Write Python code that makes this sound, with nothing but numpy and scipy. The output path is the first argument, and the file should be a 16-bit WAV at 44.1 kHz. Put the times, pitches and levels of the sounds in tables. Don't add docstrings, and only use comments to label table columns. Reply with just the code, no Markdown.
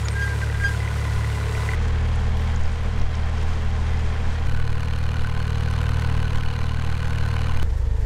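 import sys
import numpy as np
from scipy import signal
from scipy.fft import rfft, irfft, next_fast_len
from scipy.io import wavfile
from scipy.ndimage import uniform_filter1d, map_coordinates

SR = 44100
rng = np.random.default_rng(int(sys.argv[2]) if len(sys.argv) > 2 else 0)


def voltage_ratio(decibels):
    exponent = np.asarray(decibels, float) / 20
    return 10 ** exponent


def materialize(psi):
    bounded = np.clip(np.atleast_2d(psi).T, -1, 1)
    quanta = np.round(bounded * 32767).astype(np.int16)
    wavfile.write(sys.argv[1], SR, quanta)


N = 355005
PLACES = 4

# throb/dB, hull drone re throb/dB, clatter/dB, wash/dB, breeze/dB
LEVELS = [(-23, -21.5, -34, -45.5, -56), (-20.5, -20, -36, -46, -32), (-20, -17, -34, -51, -31),
          (-20, -20.5, -43, -51.5, -55)]


def unit(x):
    return x / np.sqrt(np.mean(x ** 2) + 1e-20)


def along(points, hz):
    f, v = np.transpose(points)
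    return np.interp(np.log(hz + 1), np.log(f + 1), v)


def wobble(n, rate_hz):
    knots = rng.standard_normal(int(n * rate_hz / SR) + 4)
    steps = map_coordinates(knots, [np.arange(n // 32 + 2) * 32 * rate_hz / SR])
    return np.interp(np.arange(n) / 32, np.arange(len(steps)), steps)


def coloured(x, gain_db):
    m = 2 * next_fast_len(min(len(x), SR // 2) + len(x) // 2)
    log_gain = np.maximum(gain_db(np.fft.rfftfreq(m, 1 / SR)), -120) * np.log(10) / 20
    cep = irfft(log_gain, m)
    cep[1:m // 2] *= 2
    cep[m // 2 + 1:] = 0
    return unit(irfft(rfft(x, m) * np.exp(rfft(cep)), m)[:len(x)])


def wind(n):
    # f/Hz, density/dB per Hz
    buffet = [(2, -2), (8, 5), (16, -3.5), (30, -12.5), (60, -22), (120, -34.5), (250, -34.5), (700, -82.5)]
    x = voltage_ratio(1.6 * wobble(n, 6.4)) * rng.standard_normal(n)
    x = coloured(x, lambda hz: along(buffet, hz))
    power = uniform_filter1d(uniform_filter1d(x ** 2, SR // 5), SR // 10)
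    return unit(x / np.sqrt(abs(power) + 0.14))


def gusts(i, t):
    # t/s, peak/dB, time to die by 10 dB/s
    gust_lists = [
        [(.59, -31, .13), (1.162, -27, .08), (1.46, -35, .05), (1.6, -37, .4)],
        [(2.34, -23.5, .1), (2.6, -20.5, .27), (3.01, -18, .1), (3.2, -25, .1), (3.5, -22.5, .2),
         (3.8, -27, .4), (4.05, -27, .2), (4.23, -22.5, .22), (4.46, -25, .1)],
        [(4.5, -18.5, .55), (5.22, -22.5, .3), (6.05, -27, .2), (6.21, -21, .1), (6.4, -16.5, .08),
         (6.55, -24.5, .9), (6.95, -20.5, .12), (7.18, -23.5, .12), (7.4, -28, .15), (7.58, -17.5, .17)],
        [(7.66, -17, .03), (7.99, -27, .03)],
    ]
    rise_over_fall = 0.63
    held_db, deepest_db, memory_s = -21, -4.5, 0.26
    s, db, dies_s = np.transpose(gust_lists[i])[:, :, None]
    lead_n = SR // 2
    t = np.concatenate([t[0] - np.arange(lead_n, 0, -1) / SR, t])
    fade = np.maximum((t - s) / dies_s, (s - t) / (rise_over_fall * dies_s))
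    power = voltage_ratio(2 * LEVELS[i][-1]) + voltage_ratio(2 * db - 20 * fade).sum(0)
    decay = np.exp(-1 / (memory_s * SR))
    heard = signal.lfilter([1 - decay], [1, -decay], power)
    left = 1 - heard / voltage_ratio(2 * held_db)
    duck_db = 10 * np.log10(np.maximum(left, voltage_ratio(2 * deepest_db)))
    return 10 * np.log10(power[lead_n:]), duck_db[lead_n:]


def wash(i, n):
    # f/Hz, density/dB per Hz
    wash_colours = [
        [(880, -30), (1500, -9), (1670, -28), (2010, -22), (2750, 1.5), (8670, -3.5), (15600, -20.5)],
        [(880, -24), (1500, 6), (3250, -15), (3590, -7), (6650, -10.5), (9280, -19), (15600, -50)],
        [(880, -2), (1500, -9), (2110, -16), (4360, -6), (5310, -14), (9750, -59), (15600, -58)],
        [(880, -22), (1500, -4), (1860, -5), (2570, -13.5), (7340, -17), (15600, -41)],
    ]
    spray_rates = [0, 40, 0, 0]
    sparkle = voltage_ratio(1.53 * wobble(n, 12.053) + 1.0 * wobble(n, 200))
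    specks = (rng.random(n) < spray_rates[i] / SR) * rng.uniform(.2, 1.6, n)
    sparkle += np.convolve(specks, np.hanning(120), "same")
    return coloured(sparkle * rng.standard_normal(n), lambda hz: along(wash_colours[i], hz))


def drops():
    # t/s, peak/dB, centre f/Hz, width/Hz
    drop_events = [(0.084, -17.5, 4000, 9000), (2.158, -36, 8000, 6000), (2.375, -46, 12000, 6000),
                   (2.412, -45, 13000, 3000), (2.44, -51, 11500, 3000), (2.56, -33, 6540, 2500),
                   (2.635, -36, 7000, 5000), (2.655, -37, 5000, 3000), (2.728, -39.5, 7800, 3000),
                   (2.808, -52, 10800, 1500), (2.83, -51, 11500, 2500), (2.997, -35, 5000, 3000),
                   (3.016, -35, 5600, 2500), (3.152, -33.5, 5500, 4000), (3.382, -33, 5000, 4000),
                   (3.974, -37, 5000, 4000)]
    x, t = np.zeros(N), np.arange(512) / SR
    for s, db, hz, width_hz in drop_events:
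        puff = voltage_ratio(-60 * t / 0.0128) * rng.standard_normal(len(t))
        tick = coloured(puff, lambda f: -12 * ((f - hz) / width_hz * 2) ** 2)
        x[round(s * SR):][:len(t)] += voltage_ratio(db) * tick / abs(tick).max()
    return x


def squeak():
    # t/s, length/s, f/Hz, level/dB, extra level at the bite/dB
    strokes = [
        (.163, .165, 1612, -32, 7.5),
        (.425, .01, 1588, -33, 0),
        (.548, .016, 1595, -39, 0),
        (.612, .11, 1612, -33, 12),
    ]
    # multiple, level at full bite/dB
    overtones = [(2, -19), (3, -21), (4, -26), (5, -37), (6, -44)]
    # t/s, length/s, f/Hz, level/dB
    chirp_events = [
        (0.059, 0.007, 6866, -37),
        (0.12, 0.011, 8567, -45),
    ]
    rise_db_s, fall_db_s, sag_hz_s, sag_db_s = 700, 800, 100, 22
    bite_at, bite_rise_s, bite_fall_s = .36, 0.01, 0.023
    bite_hz_per_db, grate_lag_s, grate_bite_db = .8, .004, 7

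    t = np.arange(SR) / SR
    s, span_s, hz, db, bite_db = np.transpose(strokes)[:, :, None]
    late = t - s - bite_at * span_s
    bite_width_s = np.where(late < 0, bite_rise_s, bite_fall_s)
    bite_db = bite_db * np.exp(-.5 * (late / bite_width_s) ** 2)
    db = db + bite_db - sag_db_s * late
    db = db - rise_db_s * np.maximum(s - t, 0) - fall_db_s * np.maximum(t - s - span_s, 0)
    bite_db = bite_db.max(0)

    stroke = db.argmax(0)
    pitch_hz = hz[stroke, 0] - sag_hz_s * (t - s[stroke, 0])
    pitch_hz = pitch_hz + bite_hz_per_db * bite_db + 7 * wobble(SR, 70)
    phase = 2 * np.pi * np.cumsum(pitch_hz) / SR
    level = voltage_ratio(db.max(0) + 1.6 * wobble(SR, 80))
    force = np.roll(np.minimum(bite_db / grate_bite_db, 1), round(grate_lag_s * SR))
    tones = np.sin(phase)
    for k, tone_db in overtones:
        tones += voltage_ratio(tone_db + 2.5 * wobble(SR, 57.8)) * force ** 1.5 * np.sin(k * phase)
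    x = level * tones
    for at, length_s, f, chirp_db in chirp_events:
        x += voltage_ratio(chirp_db) * np.exp(-.5 * ((t - at) / length_s) ** 2) * np.sin(2 * np.pi * f * t)
    return np.pad(np.sqrt(2) * x, (0, N - SR))


def drone(n):
    # f/Hz, density/dB per Hz
    plates = [(18, -19), (38, 3.5), (60, -9.5), (100, -5.5), (160, -10), (330, -18), (700, -36.5),
              (2000, -94)]
    return coloured(rng.standard_normal(n), lambda hz: along(plates, hz))


def clatter(i, crank):
    # f/Hz, width/Hz, level over the broad colour/dB
    block_modes = [
        [(459, 22, 6), (1014, 38, 9), (1470, 79, 7), (1995, 94, 10), (2405, 100, 4.5)],
        [(206, 18, 0.5), (468, 70, 3), (788, 95, 3), (1045, 40.2, 6), (3210, 150, 4)],
        [(480, 43.5, 11), (803, 110, 3.5), (2430, 160, 0.5), (1031, 42, 9), (1500, 66, 7.5), (2960, 220, 4.5),
         (4060, 210, 6), (4356, 54, 8.5), (6330, 230, 4)],
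        [(445, 51, 16.5), (940, 130, 9), (1810, 76, 8.5)],
    ]
    # f/Hz, density/dB per Hz
    clatter_colours = [
        [(100, 4.5), (170, -3), (320, -4.5), (700, -3.5), (2000, -8), (4000, -17.5), (9000, -35), (15500, -43)],
        [(100, -19), (200, -4.5), (330, -10.5), (600, -8.5), (2000, -11), (4000, -22.5), (8000, -37.5),
         (15500, -52.5)],
        [(260, -16.5), (335, -13.5), (430, -12), (1500, -8), (3000, -16), (5500, -26.5), (9500, -32),
         (15500, -46.5)],
        [(100, -28), (200, -26), (330, -20), (520, -11.5), (1800, -19.5), (4000, -26.5), (15500, -48)],
    ]
    # knock delay/firings, length/firings, valve tick delay/firings, tick/dB
    knock_timing = [(0.06, 0.04, 0.65, -2.5), (0.36, 0.14, 0.52, -3), (.35, 0.07, .65, -5.5),
                    (0.2, 0.18, .4, -9)]
    # steady part/dB, scatter/dB, ring scatter/dB
    evenness = [(-3.5, .5, 8.5), (0, 3, 1.5), (-11.5, 1.6, 2.5), (-1, 6, 2)]
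    knock, length, tick, tick_db = knock_timing[i]
    steady_db, scatter_db, ring_db = evenness[i]

    bursts = []
    for delay, db in ((knock, 0), (knock + tick, tick_db)):
        firing = np.round(crank - delay)
        shape = voltage_ratio(db) * np.exp(-.5 * ((crank - delay - firing) / length) ** 2)
        bursts.append((firing.astype(int) + 1, shape))

    def rattle(spread_db, between_db):
        sizes = voltage_ratio(spread_db * rng.uniform(-2.6, 1.8, (2, int(crank[-1]) + 3)))
        gate = voltage_ratio(between_db + 0.44 * wobble(len(crank), 24.77))
        for hit_sizes, (k, shape) in zip(sizes, bursts):
            gate += hit_sizes[k] * shape
        return unit(gate * rng.standard_normal(len(crank)))

    def band(kind, hz, noise):
        return signal.lfilter(*signal.butter(2, hz, kind, fs=SR), noise)

    x = band("low", 1000, rattle(scatter_db, steady_db + 24.0))
    x += band("high", 1000, rattle(scatter_db, steady_db + 0.5))
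    x += voltage_ratio(-3) * band("high", 7000, rattle(3.2 * scatter_db, steady_db - 9))
    for hz, width_hz, db in block_modes[i]:
        strike = rattle(ring_db, steady_db + 4 * np.log2(1500 / hz))
        x += voltage_ratio(db) * signal.lfilter(*signal.iirpeak(hz, hz / width_hz, SR), strike)
    return coloured(x, lambda hz: along(clatter_colours[i], hz))


def throb(i, crank, skew_rad, dispersion_rad):
    # multiple of the three-firing cycle, level/dB
    exhaust_lines = [
        [(2, -20.5), (4, -24.7), (6, 0), (9, -1.4), (10, -30), (12, -11.9), (13, -28), (15, -20.7), (16, -25),
         (17, -29.7), (33, -25), (36, -24), (39, -25.3), (83, -31.4)],
        [(3, -4), (4, -22), (6, 0), (7, -28), (9, -7.3), (10, -26.5), (12, -19.7), (13, -30.3), (15, -27.8),
         (16, -20.9), (17, -22.2), (33, -25.9), (36, -27.8), (38, -31.2)],
        [(3, -10), (6, 0), (7, -27), (8, -24.2), (9, -2.4), (10, -24.8), (12, -10.9), (15, -22.3), (17, -26.5),
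         (18, -20.9), (19, -27.9), (21, -28), (33, -27.8), (36, -27.2)],
        [(2, -18.7), (3, -1.4), (4, -7.8), (5, -8.1), (6, 0), (7, -2.1), (8, -3.7), (9, -5.2), (10, -9.1),
         (12, -8.4), (14, -16.9), (15, -20.3), (18, -20.1), (51, -24.4)],
    ]
    cylinders = [(0, 1), (.918, 1.18), (2.016, 1.26)]
    late, size = np.transpose(cylinders)
    n, x = len(crank), 0
    for k, db in exhaust_lines[i]:
        order = k / len(cylinders)
        pattern = np.angle(np.sum(size * np.exp(-2j * np.pi * order * late)))
        drift = 0.1 * order * wobble(n, 5.96)
        level = voltage_ratio(db + 0.039 * order + (0.4 + 0.15 * order) * wobble(n, 4.987))
        phase = 2 * np.pi * order * crank + skew_rad + dispersion_rad * order ** 2
        x = x + level * np.cos(phase + pattern + drift)
    return unit(x)


def place(i):
    cuts = [0, 1.7497, 4.47, 7.62948, 8.05]
    # t/s, firing rate/Hz
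    speed_points = [
        [(0, 36.059), (.58, 36.182), (1.17, 36.18), (1.75, 36.015)],
        [(1.75, 38.641), (2.29, 38.83), (2.84, 38.784), (3.38, 38.672), (3.93, 38.786), (4.47, 38.712)],
        [(4.47, 38.69), (5.52, 38.652), (6.05, 38.737), (7.1, 38.66), (7.63, 38.689)],
        [(7.63, 26.088)],
    ]
    pulse_shapes = [(.017, -.87, -.9), (.259, -.85, 1.2), (2.319, -1.8, 0), (1.259, 3.1, .285)]
    treble_ducks = [0.8, 0.49, 0.65, 0.39]
    closing_db_s = [1.5, 0.28, 0.38, 0]
    t = np.arange(round(cuts[i] * SR), round(cuts[i + 1] * SR)) / SR
    start, skew_rad, dispersion_rad = pulse_shapes[i]
    crank = start + np.cumsum(np.interp(t, *np.transpose(speed_points[i]))) / SR
    throb_db, drone_db, clatter_db, wash_db, _ = LEVELS[i]
    wind_db, duck_db = gusts(i, t)
    treble_duck_db = treble_ducks[i] * duck_db
    clatter_db = clatter_db + treble_duck_db + closing_db_s[i] * (t - t.mean())

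    x = voltage_ratio(wind_db) * wind(len(t))
    x += voltage_ratio(wash_db + treble_duck_db) * wash(i, len(t))
    x += voltage_ratio(clatter_db) * clatter(i, crank)
    engine = throb(i, crank, skew_rad, dispersion_rad) + voltage_ratio(drone_db) * drone(len(t))
    return x + voltage_ratio(throb_db + duck_db) * engine


def scene():
    # t/s, size/full scale
    jumps = [
        (1.7497, -.05),
        (4.47, .02),
        (7.62948, .19),
    ]
    x = np.concatenate([place(i) for i in range(PLACES)] + [np.zeros(9)])[:N]
    x = x + squeak() + drops()
    lead = np.linspace(0, 1, SR // 20) ** 2
    for s, jump in jumps:
        k = round(s * SR)
        x[k - len(lead):k] += (x[k] - x[k - 1] - jump) * lead
    return x[None]


def roll_off(x):
    return signal.sosfilt(signal.butter(12, 15750, fs=SR, output="sos"), x)


def record(dry):
    top_hz = 15750
    m = next_fast_len(N + 8192)
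    passed = np.fft.rfftfreq(m, 1 / SR) < top_hz
    mix = irfft(rfft(dry, m) * passed, m)[:, :N]
    return roll_off(mix)


dry = scene()
out = record(dry)
materialize(out)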